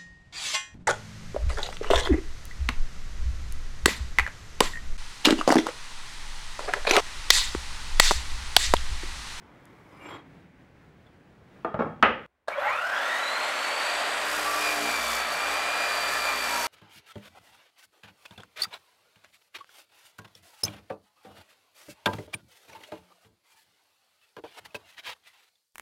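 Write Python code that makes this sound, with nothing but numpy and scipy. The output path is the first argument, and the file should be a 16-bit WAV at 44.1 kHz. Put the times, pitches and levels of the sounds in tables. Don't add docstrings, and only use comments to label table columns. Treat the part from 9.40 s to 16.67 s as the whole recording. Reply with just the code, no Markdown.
import sys
import numpy as np
from scipy import signal
from scipy.fft import rfft, irfft, next_fast_len
from scipy.io import wavfile
from scipy.ndimage import uniform_filter1d, map_coordinates

SR = 44100
rng = np.random.default_rng(int(sys.argv[2]) if len(sys.argv) > 2 else 0)


def materialize(psi):
    bounded = np.clip(np.atleast_2d(psi).T, -1, 1)
    quanta = np.round(bounded * 32767).astype(np.int16)
    wavfile.write(sys.argv[1], SR, quanta)


def gain_from_db(level_db):
    decades = np.asarray(level_db, float) / 20
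    return 10 ** decades


N = 320607
EDIT_S = 2.863

# [f/Hz, level/dB]
SHOP_AIR = [(18, -37), (30, -3), (64, -5.5), (156, -4.5), (309, -11.5), (334, -11), (391, -13),
            (564, -15.5), (643, -17), (1240, -22.5), (1610, -20.5), (5090, -40), (13100, -52.5),
            (14500, -55), (15700, -45)]
SECOND_AIR = [(24, -41), (40, -5), (77, 3), (136, -14), (610, -11), (2070, -17.5), (5100, -35),
              (15700, -42.5)]
SHOP_DB, SECOND_AIR_DB = -55, -74.5

# [f/Hz, level/dB]
RUB = [(59, -38), (100, -9), (234, -19), (295, -4.5), (621, -13.5), (1060, -10), (2630, -24.5),
       (3320, -24.5), (4470, -36), (7770, -51), (16000, -65)]
# [f/Hz, level/dB]
EDGE_HISS = [(3000, -40), (5000, -4), (15000, -10.5)]
# [f/Hz, level/dB, freest t/s, spread/s]
SQUARE = [(2330, 1, 0.65, 0.042), (2810, 1.5, 0.646, 0.028), (3270, 5.5, 0.742, 0.034),
          (12000, -19, .72, .03), (3800, -10, 0.76, 0.034), (5000, -16.5, .56, .04), (5300, -13, 0.69, .04),
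          (7470, -1, .7, 0.039), (9450, -16, 0.67, .07), (10300, -21, .72, 0.042),
          (11400, -19.5, 0.66, .05), (13400, -19, .72, .03)]
# [t/s, spread/s, level/dB]
JERKS = [
    (.6, .008, -1),
    (.662, 0.0073, 2),
    (.68, 0.0066, -1),
    (.692, .004, 4),
    (.702, 0.0035, -3),
    (.712, .005, 3.5),
    (.735, .006, -3),
    (.752, .006, -1),
    (.768, .005, 3),
]
# [f/Hz, width/Hz, level/dB, loudest t/s, spread/s]
GRAIN = (2250, 500, -57, .655, .04)
HAND = (2100, 700, -69, 0.8, 0.6)
BEAD = (3450, 200, -66, 1.672, .007)
DRAG_FROM_S, DRAG_PEAK_S, DRAG_TO_S = 0.02, 0.74, 0.87
RUB_DB, RUB_REST_DB, RUB_RISE, RUB_FALL = -39.5, -58, 72, 190
HISS_PEAK_S, HISS_DB, HISS_RISE, HISS_FALL = 0.68, -66.5, 20, 150

# [t/s, peak level/dB, centre f/Hz]
TICKS = [
    (0.255, -37, 10000),
    (.397, -50, 1210),
    (.499, -62, 7000),
    (.6, -54, 12000),
    (1.124, -62, 2500),
    (1.57, -60, 2500),
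    (1.668, -50, 3400),
]
# [f/Hz, width/Hz, level/dB, loudest t/s, spread/s]
LEANING = [
    (278, 30, -59.5, 0.88, 0.12),
    (169, 25, -57, 1, 0.098),
    (90, 25, -66, 1, .15),
    (89, 28, -63, 1.43, .12),
    (260, 40, -62, 1.17, 0.076),
]

# [t/s, peak level/dB, thud level/dB, steel level/dB, edge level/dB]
TAPS = [
    (2.247, -12.5, -1.5, -20, 0),
    (2.272, -32.5, 2.5, -20, 3),
    (2.343, -14.5, -6, -25, -5),
    (2.391, -14, 9.5, -25.5, -12),
    (2.396, -24, -2.5, -12, 8),
    (2.4025, -11, 0, -30, -14),
    (2.408, -18, 5.5, -23.5, -14),
    (2.42, -14, -6.5, -18.5, -11),
    (2.595, -41.5, 0.5, -3, 0),
]
# [t/s, peak level/dB, thud level/dB, steel level/dB, edge level/dB]
DROP = [
    (2.6255, -17, -2.5, -21.5, -5),
    (2.6263, -3, -2, -21, 14),
    (2.6295, -14.5, 5, -20.5, 5),
    (2.634, -12.5, 3, -26.5, -13),
    (2.647, -11, -5, -15, -8.5),
    (2.655, -13.5, -16, -21, -15),
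]
# [f/Hz, level/dB]
TAP_BODY = [(41, -46.5), (70, -11), (180, -3), (219, -10), (418, -1), (455, 1), (926, -9.5), (1250, -9),
            (1490, -13.5), (12000, -84), (15600, -110), (22000, -120)]
DROP_BODY = [(41, -36.5), (70, -11), (215, -15.5), (330, -6.5), (472, 1.5), (926, -3.5), (1010, -4.5),
             (1390, -1.5), (2910, -10), (4460, -33.5), (15000, -73.5)]
# [f/Hz, level/dB]
EDGE_BODY = [(1500, -27), (3000, 11), (8000, -21), (15000, -29)]
# [f/Hz, width/Hz, level/dB]
BOARD = [(474, 39, 3), (861, 36, 6), (1260, 110, 6.5), (1810, 26, -0.5), (2220, 50, -4.5)]
BENCH = [(160, 5.2, -0.5), (226, 22, 4.5)]
STRUCK_SQUARE = [(2350, 9, -5.5), (2770, 9, -1.5), (3260, 8, 3), (3880, 9, -6.5), (5000, 7, -12.5),
                 (5250, 9, -10), (5900, 9, -15), (7490, 9, -7.5), (9000, 12, -17)]
SNAP_DB = -5.5
# [f/Hz, t60/s]
ROOM = [(100, 0.76), (400, 0.4), (1000, 0.37), (3000, 0.41), (5000, 0.36), (9000, 0.17)]

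# [t/s, peak level/dB]
SWITCH = [
    (3.075, -33.5),
    (3.081, -17),
    (3.084, -27.5),
    (3.104, -37),
]
# [f/Hz, level/dB]
SWITCH_BODY = [(120, -66), (200, -56), (677, 7.5), (842, -10), (1590, -8), (2380, -33), (4100, -22.5),
               (5700, -38), (8980, -35.5), (15500, -59.5)]

# [t/s, speed lost/turns per s]
LOAD = [
    (4.92, 0),
    (5.2, 1.15),
    (5.5, 3.45),
    (5.68, 4.8),
    (5.8, 4.7),
    (6.1, 2.85),
    (6.3, 2.55),
    (6.7, 3.1),
    (7, 3.6),
    (7.27, 4.3),
]
# [t/s, lag/turns per s]
HELD_BACK = [(3.08, 7), (3.12, 6.7), (3.15, 8.2), (3.19, 7.7), (3.21, 6.6), (3.255, 6), (3.28, 4.5),
             (3.32, .8), (3.34, 0)]
START_S, FREE_TURNS, LAG_TURNS, SPIN_UP_S = 3.08, 63, 50.7, 0.53
SOFT_END_S, SOFT_RELEASE_S = 3.24, 0.028
REACH_S, REACH_SPAN_S = 4.79, 0.085
FLUTTER_DB = 0.8

# [f/Hz, width/Hz, level/dB]
GEARCASE = [(560, 70, 1), (680, 70, -2), (900, 90, -1), (1150, 120, -2), (1390, 200, 1), (1610, 200, 1),
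            (1880, 200, -1), (2280, 250, 1), (2600, 250, -3), (3350, 250, -4), (4080, 250, 1),
            (4580, 200, 0)]
# [order per blade turn], [level/dB]
GEAR_ORDERS = [6.5, 11.7, 13, 59, 109, 118, 133, 146, 160, 175, 186, 205, 250]
GEAR_DB = [-58, -50, -49, -56, -61, -61, -54, -65, -65, -68, -68, -73, -80]
# [order per blade turn], [level/dB]
OCTAVE_ORDERS = [75, 76, 77, 78, 79]
OCTAVE_SHARES_DB = [-14, -10, -4, -2.5, -14]
# [t/s, spread/s, level/dB]
OCTAVE_SWELLS = [(3.12, .05, -10), (3.22, .02, 4), (3.29, .03, 2), (3.37, .03, 1), (3.47, .06, -7),
                 (3.66, .06, 1), (3.8, .03, -3), (3.93, .07, 2), (4.09, .04, -3), (4.22, .04, 4),
                 (4.47, .07, 4), (4.68, .1, 3), (4.93, .05, 3), (5.15, .1, 2), (5.65, .12, -3),
                 (6.35, .2, 2), (6.75, .15, 5), (7.1, .1, 3)]
MESH_SWELLS = [(3.42, .07, 1), (3.62, .03, 3), (3.74, .04, 5), (4, .04, 3)]
# [order per blade turn], [level/dB]
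HALF_MESH_ORDERS = [16, 17, 18, 20]
HALF_MESH_DB = [-50, -48, -46, -49]
# [order per blade turn, level/dB, power of torque]
SLACK = [(39, -23.5, 1.7), (78, -24, 3.2)]
MESH_DB, MESH_GROWS, OCTAVE_DB, OCTAVE_GROWS = -35, 0.61, -38.5, 0.35
WORN_S, WORN_SPAN_S = 3.47, 0.065
SLACK_HZ = 218.6
LEAD_S, LEAD_SPAN_S, LEAD_DB = 3.28, 0.03, -35
RUN_UP_WHINE_DB = 9
# [t/s, f/Hz, level/dB]
SQUEAL = [(3.185, 10600, -62), (3.21, 11300, -56), (3.25, 12400, -58), (3.35, 15300, -68)]
COMMUTATOR_DB, SEATING_FALL, SEATED_DB = -46, 190, -77

# [f/Hz, level/dB]
HOUSING = [(35, -49), (60, -28), (146, -54), (227, -10), (264, -14), (295, -5.5), (335, -11.5), (584, 2.5),
           (894, 4), (1180, 5.5), (2100, -8), (2340, -5.5), (2870, -8.5), (4640, -24.5), (5000, -30),
           (6500, -31.5), (11000, -120)]
# [f/Hz, width/Hz, level/dB]
HOUSING_MODES = [(598, 68, 3.5), (677, 6.7, -2), (802, 24, -5), (1240, 77, -3), (1372, 9.8, 10.5),
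                 (1430, 21, -21), (1603, 320, 3.5), (1870, 85, -24), (1913, 106, 10.5)]
# [t/s, spread/s, level/dB]
SURGE = [(3.28, 0.07, 8.5)]
HOUSING_DB, HELD_DB, DUCK_DB = -31, -6, -1.5
# [f/Hz, level/dB]
FAN = [(1060, -21), (1800, -1), (4020, -4.5), (4660, -7.5), (5060, -12.5), (6070, -15), (7910, -11),
       (8590, -14), (12700, -26.5), (16000, -49.5)]
FAN_DB, FAN_GROWS, FAN_DUCK_DB = -34, 3.3, -3

# [f/Hz, level/dB]
SAWDUST = [(2940, -16), (5000, -1), (5170, -3), (6290, -5), (7240, -5.5), (8970, -7), (12600, -9.5),
           (14700, -16.5), (16000, -22)]
# [t/s, chips level/dB]
FEED = [(4.77, -55), (4.9, -40.5), (5.42, -40), (5.63, -40), (5.76, -37), (5.86, -48.5), (5.93, -42),
        (5.99, -47), (6.11, -45.5), (6.25, -50), (6.75, -40.5), (6.92, -43), (7.27, -38)]
RIM_DB, RIM_GROWS = -51.5, 0.62
TOOTH_MARK_DB = -3
DISC_DB, DISC_SPACING_HZ = 3, 90
# [f/Hz, width/Hz, level/dB, loudest t/s, spread/s]
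RINGS = [(1165, 16, -35.5, 5.13, .05), (3350, 120, -43, 3.187, .012), (2280, 150, -38, 3.132, .013),
         (550, 30, -37, 3.19, .018), (698, 14, -39, 5.35, .17), (698, 14, -41, 6.35, .3),
         (698, 14, -41, 4.6, .1), (1328, 14, -43, 6.4, .25), (1750, 30, -42, 6.75, .25),
         (3500, 25, -49, 6.9, .3), (3500, 25, -50, 6.1, .15), (4050, 25, -51, 6.6, .5),
         (4660, 25, -46, 6.65, .2), (120, 8, -60, 5.45, .2), (1360, 140, -35, 3.42, .07),
         (1500, 140, -36, 3.55, .06), (160, 20, -59, 5.95, .06), (160, 20, -59, 6.7, .1),
         (1400, 80, -37, 3.22, .012), (880, 50, -38, 3.272, .012), (1900, 50, -39, 3.72, .05),
         (3510, 25, -43, 5.68, .12), (5050, 30, -54, 5.72, .08), (5450, 20, -50, 5.15, .12),
         (6000, 60, -54, 5.6, .2), (6900, 70, -50, 5.55, .15), (7100, 60, -55, 6.8, .3),
         (9700, 80, -56, 5.1, .2), (12200, 80, -56, 5.05, .2), (13100, 80, -55, 7, .25),
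         (950, 30, -38, 7.22, .08), (1290, 25, -40, 5.8, .1),
         (1400, 40, -40, 3.62, .1), (1420, 30, -41, 4.05, .15), (1420, 25, -38, 4.97, .03),
              (1590, 30, -41, 4.97, .04), (1165, 14, -36, 5.19, .03), (1165, 14, -36, 5.07, .025),
              (950, 20, -39, 7.16, .04), (6850, 200, -57, 3.3, .015), (5000, 60, -53, 3.57, .04),
              (7700, 60, -56, 3.95, .12), (9150, 80, -56, 3.755, .015), (3600, 60, -49, 3.36, .025),
              (100, 50, -60, 3.3, .09), (75, 30, -66, 3.48, .07), (1740, 25, -40, 6.76, .04),
              (1780, 30, -41, 7.06, .04), (1320, 20, -40, 7.16, .03), (790, 14, -43, 6.15, .09)]

# [order per blade turn], [level/dB]
TOOTH_ORDERS = [37, 38, 40, 42, 80, 120, 160, 200, 220]
TOOTH_DB = [-39, -9, 0, -15, -10, -22, -25, -26, -31]
SET_ORDERS = [10, 18, 20, 22]
SET_DB = [-15, -5, 3.5, -6]
# [order per blade turn], [level/dB]
THUMP_ORDERS = [3, 4, 5, 7]
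THUMP_DB = [-70.5, -64.5, -54.5, -55.5]
# [t/s, spread/s, every tooth level/dB, uneven set level/dB]
GRIPS = [(5.08, .06, -8, 4), (5.27, .06, 12, -8), (5.39, .03, -4, 0), (5.51, .05, 7.5, 5),
         (5.68, .09, 3, 3), (5.68, .02, 0, 7), (5.87, .04, -4, 0), (6.03, .05, 2, 10), (6.15, .04, 7.5, 2),
         (6.29, .035, 7, 0), (6.44, .08, 10, -3), (6.52, .04, 0, 10), (6.64, .03, 0, 9),
         (6.71, .06, 5.5, 0), (6.78, .04, 0, 10), (6.88, .04, 9, 4), (6.92, .05, 0, 9), (7.07, .06, 3, -3),
         (7.22, .05, -5, -3)]
# [t/s, spread/s, runout level/dB, odd thumps level/dB, fourth-order thump level/dB]
SHUDDERS = [
    (4.6, 0.097, 10, 8.5, 0),
    (4.95, 0.28, 1, 8, 3),
    (5.25, 0.053, -5, 3.5, 1),
    (5.45, 0.067, -3, 12.5, 17),
    (5.7, 0.11, 8, -7, 14),
    (5.93, 0.053, -4, -12, 8),
    (6.11, 0.057, 5, 5.5, 1),
    (6.35, 0.15, -3, 1.5, -3),
    (6.75, 0.1, 3, -1, 2),
    (7.12, 0.15, 3, 2, 14.5),
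]
TEETH_DB, TEETH_IDLE_DB, SET_IN_CUT_DB, SET_IDLE_DB = -44.2, -15, -50.5, -20
RUNOUT_DB, RUNOUT_IDLE_DB, THUMP_IDLE_DB = -57.5, -18, -17

# [t/s, peak level/dB]
SNAGS = [
    (3.47, -24),
    (3.497, -26),
    (5.538, -22),
    (5.553, -25),
    (5.768, -25),
    (5.801, -22),
    (6.005, -26),
]
# [f/Hz, level/dB]
SNAG_BODY = [(250, -60), (600, 0), (2500, -4), (6000, -18), (15000, -40)]


def unit(x):
    return x / np.sqrt(np.mean(x ** 2) + 1e-20)


def along(points, hz):
    f, v = np.transpose(points)
    return np.interp(np.log(hz + 1), np.log(f + 1), v)


def curves(rows):
    s, *cols = np.transpose(rows)
    return [np.interp(np.arange(N) / SR, s, c) for c in cols]


def between(start, end):
    return (np.arange(N) >= start * SR) & (np.arange(N) < end * SR)


def step(s, span):
    return 0.5 + 0.5 * np.tanh((np.arange(N) / SR - s) / span / 2)


def peak(s, db, rise, fall):
    t = np.arange(N) / SR - s
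    return db - np.where(t < 0, -rise * t, fall * t)


def bell(s, spread):
    return np.exp(-0.5 * ((np.arange(N) / SR - s) / spread) ** 2)


def swells(rows):
    s, spread, *cols = np.transpose(rows)
    bells = np.exp(-0.5 * ((np.arange(N)[:, None] / SR - s) / spread) ** 2)
    return [bells @ c for c in cols]


def wobble(rate):
    knots = rng.standard_normal(int(N * rate / SR) + 4)
    return map_coordinates(knots, [np.arange(N) * rate / SR])


def filtered(x, response):
    m = next_fast_len(N + SR // 2)
    return irfft(rfft(x, m) * response(np.fft.rfftfreq(m, 1 / SR)), m)[:N]


def resonances(modes):
    def response(f):
        total = 0
        for k, (centre, width, db) in enumerate(modes):
            damping = 1j * f * width
            total = total + (-1) ** k * gain_from_db(db) * damping / (centre * centre - f * f + damping)
        return total
    return response


def coloured(x, spectrum):
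    return unit(filtered(x, lambda hz: gain_from_db(along(spectrum, hz))))


def sing(drive, hz, width_hz, db, s, spread):
    mode = resonances([(hz, width_hz, 0)])
    ring = filtered(drive, lambda f: mode(f) ** 2)
    steady = ring / (np.abs(uniform_filter1d(ring ** 2, size=2400)) + 1e-12) ** 0.48
    return gain_from_db(db) * bell(s, spread) * unit(steady)


def crack(s, db, t60, body):
    burst, t = np.zeros(N), np.arange(4000) / SR
    burst[round(s * SR):][:len(t)] = gain_from_db(db - 60 * t / t60) * (1 - np.exp(-t / 0.0015))
    return burst * coloured(rng.standard_normal(N), body)


def room(x):
    hz, t, z = signal.stft(rng.standard_normal(SR // 2), SR, nperseg=256)
    decay = gain_from_db(-60 * t / along(ROOM, hz)[:, None])
    tail = signal.istft(z * decay, SR, nperseg=256)[1]
    late = np.pad(x, (150, 0))
    return signal.fftconvolve(late, tail / np.linalg.norm(tail))[:N]


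def shop_air():
    first = gain_from_db(SHOP_DB + 1.6 * wobble(9.8)) * coloured(rng.standard_normal(N), SHOP_AIR)
    second = gain_from_db(SECOND_AIR_DB) * coloured(rng.standard_normal(N), SECOND_AIR)
    return np.where(between(0, EDIT_S), first, second)


def drag():
    jerk_db = swells(JERKS)[0]
    rub_db = np.maximum(peak(DRAG_PEAK_S, RUB_DB, RUB_RISE, RUB_FALL), RUB_REST_DB) + jerk_db
    hiss_db = peak(HISS_PEAK_S, HISS_DB, HISS_RISE, HISS_FALL) + jerk_db
    grit = rng.standard_normal(N) * gain_from_db(0.8 * wobble(120))
    rub = gain_from_db(rub_db) * coloured(grit, RUB)
    hiss = gain_from_db(hiss_db - 7) * coloured(grit, EDGE_HISS)
    ring = sum(sing(grit, hz, 42, db - 59, s, spread) for hz, db, s, spread in SQUARE)
    touches = sing(grit, *GRAIN) + sing(grit, *HAND) + sing(grit, *BEAD)
    return between(DRAG_FROM_S, DRAG_TO_S) * (rub + hiss) + ring + touches


def ticks():
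    out = np.zeros(N)
    for s, db, hz in TICKS:
        body = [(hz / 4, -30), (hz / 2, -6), (hz, 0), (2 * hz, -20)]
        snap = np.arange(N) == round(s * SR)
        click = coloured(snap * 1.0, body)
        out += crack(s, db - 8, 0.004, body) + gain_from_db(db - 1) * click / click.max()
    return out


def leaning():
    drive = rng.standard_normal(N) * gain_from_db(3 * wobble(25))
    return sum(sing(drive, *mode) for mode in LEANING)


def blow(s, db):
    force, t = np.zeros(N), np.arange(60) / SR
    pulse = (t / 0.00006) ** 2 * np.exp(-t / 0.00006) / 2
    force[round(s * SR):][:len(t)] = gain_from_db(db - 12) * pulse
    return force


def knocks(contacts, body, t60, board_db, room_db):
    out = np.zeros(N)
    for s, db, thud_db, steel_db, edge_db in contacts:
        force = blow(s, db)
        near = gain_from_db(board_db) * filtered(force, resonances(BOARD))
        near += gain_from_db(thud_db + 29.5) * filtered(force, resonances(BENCH))
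        near += gain_from_db(steel_db + 43.5) * filtered(force, resonances(STRUCK_SQUARE))
        near += crack(s, db - 6, t60, body)
        edge = crack(s, db + edge_db - 17.5, 0.0073, EDGE_BODY)
        edge += gain_from_db(edge_db + SNAP_DB) * np.gradient(np.gradient(force))
        out += near + edge + gain_from_db(room_db) * room(near)
    return out * between(0, EDIT_S)


def switch():
    near = sum(crack(s, db, 0.046, SWITCH_BODY) for s, db in SWITCH)
    return near + gain_from_db(-9.5) * room(near)


def motor():
    lag = LAG_TURNS * np.exp(-np.maximum(np.arange(N) / SR - START_S, 0) / SPIN_UP_S)
    load = uniform_filter1d(curves(LOAD)[0], size=5000)
    held_back = uniform_filter1d(curves(HELD_BACK)[0], size=600)
    return FREE_TURNS - lag - load - held_back, (lag + load) / LAG_TURNS


def whine(turns, orders, levels_db, waver_db, runout=0, rate=7):
    bend = runout * np.sin(2 * np.pi * turns)
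    out = np.zeros(N)
    for order, db in zip(orders, levels_db):
        level = np.sqrt(2) * gain_from_db(db + waver_db * wobble(rate))
        out += level * np.sin(2 * np.pi * order * turns + bend + 0.45 * wobble(2 * rate))
    return out


def case_gain(hz):
    power = sum(np.abs(resonances([mode])(hz)) ** 2 for mode in GEARCASE)
    return 0.048 * np.minimum(hz / 900, 1) + np.sqrt(power)


def gears(turns, speed, torque):
    mesh = gain_from_db(MESH_DB + swells(MESH_SWELLS)[0]) * step(3.17, 0.006) * torque ** MESH_GROWS
    out = mesh * case_gain(39 * speed) * whine(turns, [39], [0], waver_db=3, runout=1.8, rate=110)
    octave = gain_from_db(OCTAVE_DB + swells(OCTAVE_SWELLS)[0]) * torque ** OCTAVE_GROWS * case_gain(78 * speed)
    out += octave * whine(turns, OCTAVE_ORDERS, OCTAVE_SHARES_DB, waver_db=3, runout=0.2, rate=90)
    out += between(3.34, 3.82) * whine(turns, [320], [-67], waver_db=3, runout=1.5, rate=120)
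    for order, db, grows in SLACK:
        level = gain_from_db(db) * torque ** grows * step(SOFT_END_S, SOFT_RELEASE_S) * case_gain(order * speed)
        out += level * wobble(SLACK_HZ) * np.sin(2 * np.pi * order * turns)
    motor_turns = np.cumsum(speed + curves(HELD_BACK)[0]) / SR
    out += bell(LEAD_S, LEAD_SPAN_S) * whine(motor_turns, [78], [LEAD_DB], waver_db=3, rate=110)
    worn = whine(turns, HALF_MESH_ORDERS, HALF_MESH_DB, waver_db=3, rate=40)
    out += bell(WORN_S, WORN_SPAN_S) * worn
    pace = speed / FREE_TURNS
    out += pace ** 6 * whine(turns, GEAR_ORDERS[:3], GEAR_DB[:3], waver_db=2, rate=20)
    upper = whine(turns, GEAR_ORDERS[3:], GEAR_DB[3:], waver_db=3.2, runout=0.4, rate=45)
    return out + pace ** 2 * gain_from_db(RUN_UP_WHINE_DB * torque) * upper


def brushes(turns, speed):
    seating = gain_from_db(peak(3.13, COMMUTATOR_DB, 750, SEATING_FALL))
    sparks = case_gain(234 * speed) ** 3 * seating + gain_from_db(SEATED_DB)
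    squeal_hz, squeal_db = curves(SQUEAL)
    squeal = np.sin(2 * np.pi * np.cumsum(squeal_hz) / SR + 3 * wobble(300))
    out = sparks * whine(turns, [234], [0], waver_db=4, rate=40)
    return out + between(3.185, 3.35) * gain_from_db(squeal_db - 5) * squeal


def housing(rattle, speed, away, flutter_db):
    level_db = HOUSING_DB + HELD_DB * (1 - step(3.5, 0.0087)) + swells(SURGE)[0]
    level_db = level_db + DUCK_DB * (1 - away) + 0.31 * flutter_db
    modes = resonances(HOUSING_MODES)
    roar = coloured(filtered(rattle, lambda hz: 1 + 0.5 * modes(hz)), HOUSING)
    deep = filtered(roar, lambda hz: hz < 480)
    return gain_from_db(level_db) * (roar - deep * (1 - np.clip(speed / 60, 0, 1) ** 0.61))


def fan(rattle, pace_db, away, flutter_db):
    level_db = FAN_DB + FAN_GROWS * pace_db + FAN_DUCK_DB * (1 - away) + flutter_db
    return gain_from_db(level_db) * coloured(rattle * gain_from_db(0.93 * wobble(60)), FAN)


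def ridged(x):
    ridges = rng.standard_normal((2, 300))

    def through(ridge):
        spots = np.arange(len(ridge))
        return filtered(x, lambda hz: gain_from_db(DISC_DB * np.interp(hz / DISC_SPACING_HZ, spots, ridge)))
    turn = np.pi / 4 * (1 + np.tanh(wobble(2.5)))
    return np.cos(turn) ** 2 * through(ridges[0]) + np.sin(turn) ** 2 * through(ridges[1])


def sawdust(turns, pattern, pace_db, away, flutter_db):
    rim = gain_from_db(RIM_DB + RIM_GROWS * pace_db + flutter_db) * away
    cut = gain_from_db(curves(FEED)[0]) * step(4.7, 0.03)
    chips = rng.standard_normal(N) * gain_from_db(1.1 * wobble(200) + 3.3 * np.sin(2 * np.pi * turns))
    marks = gain_from_db(TOOTH_MARK_DB + 1.3 * wobble(5)) * pattern
    hiss = np.hypot(rim, cut) * coloured(ridged(chips + marks), SAWDUST)
    return hiss + sum(sing(chips, *mode) for mode in RINGS)


def blade_tones(turns, tooth_db, set_db, away):
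    _, odd_db, fourth_db = shudder_db(away)
    tones = gain_from_db(tooth_db) * whine(turns, TOOTH_ORDERS, TOOTH_DB, waver_db=1.7, rate=45)
    tones += gain_from_db(set_db) * whine(turns, SET_ORDERS, SET_DB, waver_db=1.2, rate=10)
    thump_db = np.c_[THUMP_DB] + [odd_db, fourth_db, odd_db, odd_db]
    return tones + between(3.3, 8) * whine(turns, THUMP_ORDERS, thump_db, waver_db=0.5)


def shudder_db(away):
    return swells(SHUDDERS) + np.outer([RUNOUT_IDLE_DB, THUMP_IDLE_DB, THUMP_IDLE_DB], away)


def blade_runout(turns, away):
    level = gain_from_db(RUNOUT_DB + shudder_db(away)[0] + 1.3 * wobble(6))
    return level * np.sqrt(2) * np.sin(2 * np.pi * turns)


def saw():
    speed, torque = motor()
    turns = np.cumsum(between(START_S, 8) * speed) / SR
    pace_db = 20 * np.log10(speed / FREE_TURNS)
    away = 1 - step(REACH_S, REACH_SPAN_S)
    flutter_db = FLUTTER_DB * away * wobble(14)
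    tooth_grip_db, set_grip_db = swells(GRIPS)
    tooth_db = tooth_grip_db + TEETH_DB + TEETH_IDLE_DB * away
    set_db = set_grip_db + SET_IN_CUT_DB + SET_IDLE_DB * away ** 2
    pattern = rng.standard_normal(720)[(turns % 1 * 720).astype(int)]
    rattle = rng.standard_normal(N) + gain_from_db(tooth_db + 31) * pattern
    mesh = gears(turns, speed, torque) + brushes(turns, speed)
    noise = housing(rattle, speed, away, flutter_db) + fan(rattle, pace_db, away, flutter_db)
    noise += sawdust(turns, pattern, pace_db, away, flutter_db)
    tones = blade_tones(turns, tooth_db, set_db, away)
    echoes = gain_from_db(-8) * room(mesh) + gain_from_db(-18) * room(tones)
    return between(3.085, 8) * (noise + mesh + tones + echoes + blade_runout(turns, away))


def snags():
    return sum(crack(s, db - 2, 0.02, SNAG_BODY) for s, db in SNAGS)


def scene():
    taps = knocks(TAPS, TAP_BODY, t60=0.043, board_db=26.5, room_db=-4)
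    drop = knocks(DROP, DROP_BODY, t60=0.069, board_db=31.5, room_db=-5)
    bench = shop_air() + drag() + ticks() + leaning() + taps + drop
    return (bench + switch() + saw() + snags())[None]


def low_pass(x):
    return signal.sosfilt(signal.butter(12, 16510, fs=SR, output="sos"), x)


def record(dry):
    thin = filtered(dry[0], lambda hz: (1j * hz / (45 + 1j * hz)) ** 2)
    held = thin / (1 + np.abs(thin / 0.8) ** 10) ** 0.1
    band = filtered(held, lambda hz: np.where(hz < 15740, 1, gain_from_db(-26)) * (hz < 16500))
    return low_pass(band[None])


dry = scene()
out = record(dry)
materialize(out)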